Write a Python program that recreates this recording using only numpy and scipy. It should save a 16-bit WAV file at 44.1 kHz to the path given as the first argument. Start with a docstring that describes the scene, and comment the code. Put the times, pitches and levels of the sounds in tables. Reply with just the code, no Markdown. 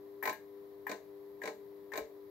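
"""A faint mains hum in a quiet room comes first; then a fluorescent tube tries four times to strike.
Each try opens with a glassy ping of the starter, a decaying sum of modes and dense coloured noise.
Current surges then knock the ballast against the sheet-steel fitting, about one mains cycle apart.
The hum, a sum of mains harmonics, dips after each try and returns; soft panel tones follow the
last three tries, and a faint low bump ends the last."""
import sys
import numpy as np
from scipy import signal
from scipy.fft import rfft, irfft
from scipy.io import wavfile

SR = 44100
rng = np.random.default_rng(int(sys.argv[2]) if len(sys.argv) > 2 else 0)


def transcribe(signal):
    """Save signal, clipped to [-1, 1], as a 16-bit WAV file at the path in sys.argv[1]."""
    frames = np.atleast_2d(signal).T
    limited = np.clip(frames, -1, 1)
    pcm = np.round(limited * 32767).astype(np.int16)
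    wavfile.write(sys.argv[1], SR, pcm)


N = 101430
T = np.arange(N) / SR  # time, s

# clear modes of the sheet-steel fitting: f/Hz, level/dB, t60/s
FITTING_MODES = [(779, -7, 0.18), (874, -5.5, 0.19), (1014.7, 1, 0.17), (1065, -2, 0.13),
                 (1290, -9.5, 0.17), (1510, -4, 0.15), (1610, -11.5, 0.11), (1637, -11, 0.2),
                 (1800, -5.5, 0.11), (1904, -2.5, 0.1), (2100, -9.5, 0.085), (2270, -4.5, 0.14),
                 (2382, -3, 0.095), (2890, -19, 0.19)]
# dense ringing between the modes, fitting and glass bulb: f/Hz, spectral density level/dB per Hz
CLANK_SPECTRUM = [(400, -36.5), (700, -6.5), (860, 7.5), (930, -19), (1050, -3), (1300, -12.5), (1600, 2),
                  (2000, 5.5), (2400, 2), (2700, -30.5), (3500, -59), (8000, -70)]
SIZZLE_SPECTRUM = [(5000, -52), (9500, -22.5), (11200, -11.5), (12700, -22), (13800, 9), (14200, -1),
                   (14900, -13), (15450, 2), (16200, -19)]
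# balance of the fitting's ring: modes level/dB, dense ringing level/dB, its t60/s,
# room tail level/dB, its t60/s, left-right difference level/dB
CLANK = (-7.5, -1.5, 0.0466, -19, 0.3066, 3)

# left-right correlation (1 = identical channels)
BASS_LIKENESS, MID_LIKENESS, TREBLE_LIKENESS, AIR_LIKENESS = 0.8, 0.32, 0.05, 0.13
ATTACK_S, THUD_ATTACK_S = 0.00099, 0.0028  # time constants of the onset
HUM_PAN_DB = 5.5  # left above right


def from_db(db):
    """Amplitude ratio from level: 20 dB for each factor of ten."""
    return 10 ** (np.asarray(db) / 20)


def rms_one(x):
    """Normalize the mean square to unity."""
    return x / np.sqrt(np.mean(x ** 2) + 1e-20)


def pan(db):
    """Interchannel level difference: left gains half of it and right loses half."""
    return from_db(np.array([[db], [-db]]) / 2)


def dying(t, t60):
    """Exponential decay of a linearly damped system, falling 60 dB in t60."""
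    return np.exp(-np.log(1000) * t / t60)


def noise(spectrum, likeness, size):
    """Filtered white noise of unit rms; the mid-side power ratio sets the left-right correlation."""
    hz, db = np.transpose(spectrum)
    f = np.maximum(np.fft.rfftfreq(size, 1 / SR), 1)
    gain = from_db(np.interp(np.log(f), np.log(hz), db))
    white = rng.standard_normal((2, size))
    mid, side = irfft(rfft(white) * gain, size)
    c = np.clip(likeness, -1, 1)
    return rms_one(np.sqrt(1 + c) * mid + np.sqrt(1 - c) * side * np.array([[1], [-1]]))


def response(part, modes, spectrum, likeness, attack_s):
    """Impulse response by modal superposition: damped sines, dense ringing, contact snap and room tail."""
    contact_db, contact_t60 = -2, 0.0096  # level over the dense ringing, dB; decay, s
    mode_scatter_db = 1.5  # standard deviation from blow to blow
    modes_db, dense_db, dense_t60, room_db, room_t60, pan_db = part
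    t = T[:SR // 2]

    # the three decays add in power
    contact = from_db(dense_db + contact_db) * dying(t, contact_t60)
    dense = from_db(dense_db) * dying(t, dense_t60)
    room = from_db(room_db) * dying(t, room_t60)
    envelope = np.sqrt(contact ** 2 + dense ** 2 + room ** 2)
    out = noise(spectrum, likeness, len(t)) * envelope

    # opposite phase shifts give each mode the chosen left-right correlation
    spread = np.arccos(np.clip(likeness, -1, 1)) / 2 * np.array([[1], [-1]])
    for k, (hz, db, t60) in enumerate(modes):
        level_db = modes_db + db + mode_scatter_db * rng.standard_normal()
        strength = from_db(level_db) * rng.choice([-1, 1])
        phase = 2 * np.pi * hz * t + spread * (-1) ** k
        out = out + strength * np.sin(phase) * dying(t, t60)
    onset = 1 - np.exp(-t / attack_s)
    return out * onset * pan(pan_db)


def strike(times, levels_db, *body):
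    """Linear superposition of blows, each with a freshly drawn response of the body."""
    out = np.zeros((2, N + SR))  # room for the last ring
    for s, db in zip(times, levels_db):
        i = int(s * SR)
        ring = response(*body)
        out[:, i:i + ring.shape[1]] += from_db(db) * ring
    return out[:, :N]


def room_air():
    """Stationary random noise: room air and microphone hiss, shaped by its spectral density."""
    # f/Hz, spectral density level/dB per Hz
    air_spectrum = [(25, -28), (70, -6), (140, -1), (260, 2), (420, 4.5), (720, -2), (1020, -1),
                    (1450, -13), (1900, -9), (2700, -21.5), (4000, -16), (6500, -27), (7700, -27.5),
                    (9400, -33), (12000, -14), (15500, -16)]
    air_db, air_pan_db = -62.5, 2
    return from_db(air_db) * noise(air_spectrum, AIR_LIKENESS, N) * pan(air_pan_db)


def room_rumble():
    """Stationary random noise concentrated at low frequencies."""
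    # f/Hz, spectral density level/dB per Hz
    rumble_spectrum = [(20, -17), (45, -11.5), (75, 2), (140, 3.5), (250, -13.5), (600, -44)]
    rumble_db = -78
    return from_db(rumble_db) * noise(rumble_spectrum, AIR_LIKENESS, N)


def hum():
    """Fourier synthesis of the ballast core: mains harmonics with staggered phases make an even drone."""
    mains_hz = 49.95
    waver_db, waver_per_s = 0.98, 8.56  # standard deviation of the drawn levels; draws per second
    # harmonics: nominal f/Hz (rounded to a whole multiple of the mains), rms level/dB before panning
    hum_lines = [(200, -80), (300, -61.5), (400, -52), (450, -81), (500, -68.5), (600, -77.5), (700, -80.5),
                 (1000, -78), (1100, -91)]
    # dips after each try: centre t/s, half length/s, depth level/dB
    hum_dips = [(0.357, 0.047, 6.5), (1.02, .055, 4.5), (1.56, .03, 2.5), (2.06, 0.048, 6.5)]

    dip_db = sum(depth * np.exp(-((T - s) / half) ** 4) for s, half, depth in hum_dips)
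    out = 0
    for hz, db in hum_lines:
        k = round(hz / mains_hz)  # harmonic number
        waver = np.interp(T * waver_per_s, np.arange(N), rng.standard_normal(N))
        phase = 2 * np.pi * k * mains_hz * T + np.pi / 2 * (k / 2) ** 2
        out = out + from_db(db + waver_db * waver) * np.sqrt(2) * np.sin(phase)
    return out * from_db(-dip_db) * pan(HUM_PAN_DB)


def bump():
    """Damped oscillation of one low mode: a faint bump that ends the last try."""
    start_s, hz, level_db, t60 = 2.006, 62, -54, 0.14
    t = np.maximum(T - start_s, 0)
    onset = np.minimum(t * hz, 1)  # rises over one period
    return from_db(level_db) * np.sin(2 * np.pi * hz * t) * dying(t, t60) * onset


def releases():
    """Free vibration: as the current stops and the magnetic pull lets go, the widest panel rings softly."""
    hz, t60, attack_s = 440, 0.2, 0.004
    # t/s, level/dB before panning
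    release_table = [(0.941, -43), (1.497, -45), (2.000, -44)]
    out = 0
    for s, db in release_table:
        t = np.maximum(T - s, 0)
        onset = 1 - np.exp(-t / attack_s)
        out = out + from_db(db) * np.sin(2 * np.pi * hz * t) * dying(t, t60) * onset
    return out * pan(HUM_PAN_DB)


def starter():
    """Impact excitation: the bimetal contact snaps, tapping the fitting and ringing can and glass bulb."""
    # t/s, then before the mix: fitting tap level/dB, can ring level/dB, bulb ring level/dB
    pings = [(0.2257, -36.5, -37.5, -44.5), (0.327, -40, -49.5, -52.5), (0.8665, -36, -39.5, -50.5),
             (1.4164, -55, -40.5, -63), (1.9185, -51, -42.5, -62), (1.9659, -62, -58, -53)]
    # clear modes: f/Hz, level/dB, t60/s
    can_modes = [(1634, 0.5, 0.24), (1816, -0.5, 0.16), (2050, -7, .14), (2316, -19, 0.2)]
    bulb_modes = [(13205, 0, .14), (13380, -7, .12), (14200, 0, .06), (15450, -6, .045)]
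    # dense ringing of the can: f/Hz, spectral density level/dB per Hz
    can_spectrum = [(300, -23), (850, 6), (1050, 5), (1350, -24), (1750, 12), (2350, -6), (2900, -15),
                    (4500, -20.5), (7700, -18), (9500, -33), (16000, -32)]
    # balance of each ring: modes level/dB, dense ringing level/dB, its t60/s,
    # room tail level/dB, its t60/s, left-right difference level/dB
    can_balance = (-3, -4, 0.1734, -12, 0.38, 6)
    bulb_balance = (-1.5, -10, .04, -6, 0.1, 18)

    s, fitting_db, can_db, bulb_db = np.transpose(pings)
    tap = strike(s, fitting_db, CLANK, FITTING_MODES, CLANK_SPECTRUM, MID_LIKENESS, ATTACK_S)
    can = strike(s, can_db, can_balance, can_modes, can_spectrum, MID_LIKENESS, ATTACK_S)
    bulb = strike(s, bulb_db, bulb_balance, bulb_modes, SIZZLE_SPECTRUM, TREBLE_LIKENESS, ATTACK_S)
    return tap + can + bulb


def knocks():
    """Impulsive forcing: surges jolt the ballast; panels thud, fitting clanks, core cracks, glass bulb sizzles."""
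    # t/s, then before the mix: thud level/dB, clank level/dB, crack level/dB, sizzle level/dB
    knock_table = [(0.2355, -43.5, -36.5, -51.5, -74.5), (0.2542, -39.5, -29, -42, -39.5),
                   (0.2739, -38, -27, -41, -44), (0.2935, -38, -35.5, -40.5, -49),
                   (0.8937, -37, -40.5, -45.5, -61), (0.9142, -36, -33.5, -42.5, -62),
                   (1.435, -39, -40, -48.5, -65), (1.455, -40, -39, -44.5, -65),
                   (1.4747, -39, -34.5, -44, -64), (1.9351, -40, -37, -47, -66),
                   (1.9556, -39.5, -38, -48, -62), (1.9748, -34.5, -33, -41.5, -44)]
    # clear modes of the panels: f/Hz, level/dB, t60/s
    panel_modes = [(205.8, -12, 0.23), (297.7, -4.5, 0.19), (440.1, 0, 0.37), (502, -11.5, 0.15),
                   (583.7, -5, 0.34), (620.5, -5, 0.29), (686, -14.5, 0.31)]
    # dense ringing: f/Hz, spectral density level/dB per Hz
    thud_spectrum = [(50, -36), (130, -13.5), (220, -8.5), (430, 4), (700, 2), (1000, -10), (2000, -37)]
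    crack_spectrum = [(1500, -36), (2700, 0), (3200, -9), (3900, 4), (4500, -1), (5400, -6.5), (6500, -1.5),
                      (8200, -8), (9500, -21), (12000, -10.5), (16000, -15)]
    # balance of each ring: modes level/dB, dense ringing level/dB, its t60/s,
    # room tail level/dB, its t60/s, left-right difference level/dB
    thud_balance = (-4, -2, 0.1454, -17, 0.39, 3)
    crack_balance = (-20, 2.5, 0.0416, -9, .26, 7.5)
    sizzle_balance = (-20, -2.5, 0.0938, -35, 0.05, 14)

    s, thud_db, clank_db, crack_db, sizzle_db = np.transpose(knock_table)
    thud = strike(s, thud_db, thud_balance, panel_modes, thud_spectrum, BASS_LIKENESS, THUD_ATTACK_S)
    clank = strike(s, clank_db, CLANK, FITTING_MODES, CLANK_SPECTRUM, MID_LIKENESS, ATTACK_S)
    # crack and sizzle are dense ringing alone
    crack = strike(s, crack_db, crack_balance, [], crack_spectrum, TREBLE_LIKENESS, ATTACK_S)
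    sizzle = strike(s, sizzle_db, sizzle_balance, [], SIZZLE_SPECTRUM, TREBLE_LIKENESS, ATTACK_S)
    return thud + clank + crack + sizzle


def scene():
    """Linear superposition of the quiet room, the hum and the striking tube."""
    low_pan_db, blows_db = 8.5, -1.5
    lows = (room_rumble() + bump()) * pan(low_pan_db)
    blows = from_db(blows_db) * (starter() + knocks())
    return room_air() + lows + hum() + releases() + blows


def record(dry):
    """Elliptic low-pass filtering: a sharp band limit cuts the top steeply."""
    cutoff_hz = 15750
    # order 12, 0.2 dB passband ripple, 80 dB stopband attenuation
    lowpass = signal.ellip(12, 0.2, 80, cutoff_hz, fs=SR, output="sos")
    return signal.sosfilt(lowpass, dry)


dry = scene()
out = record(dry)
transcribe(out)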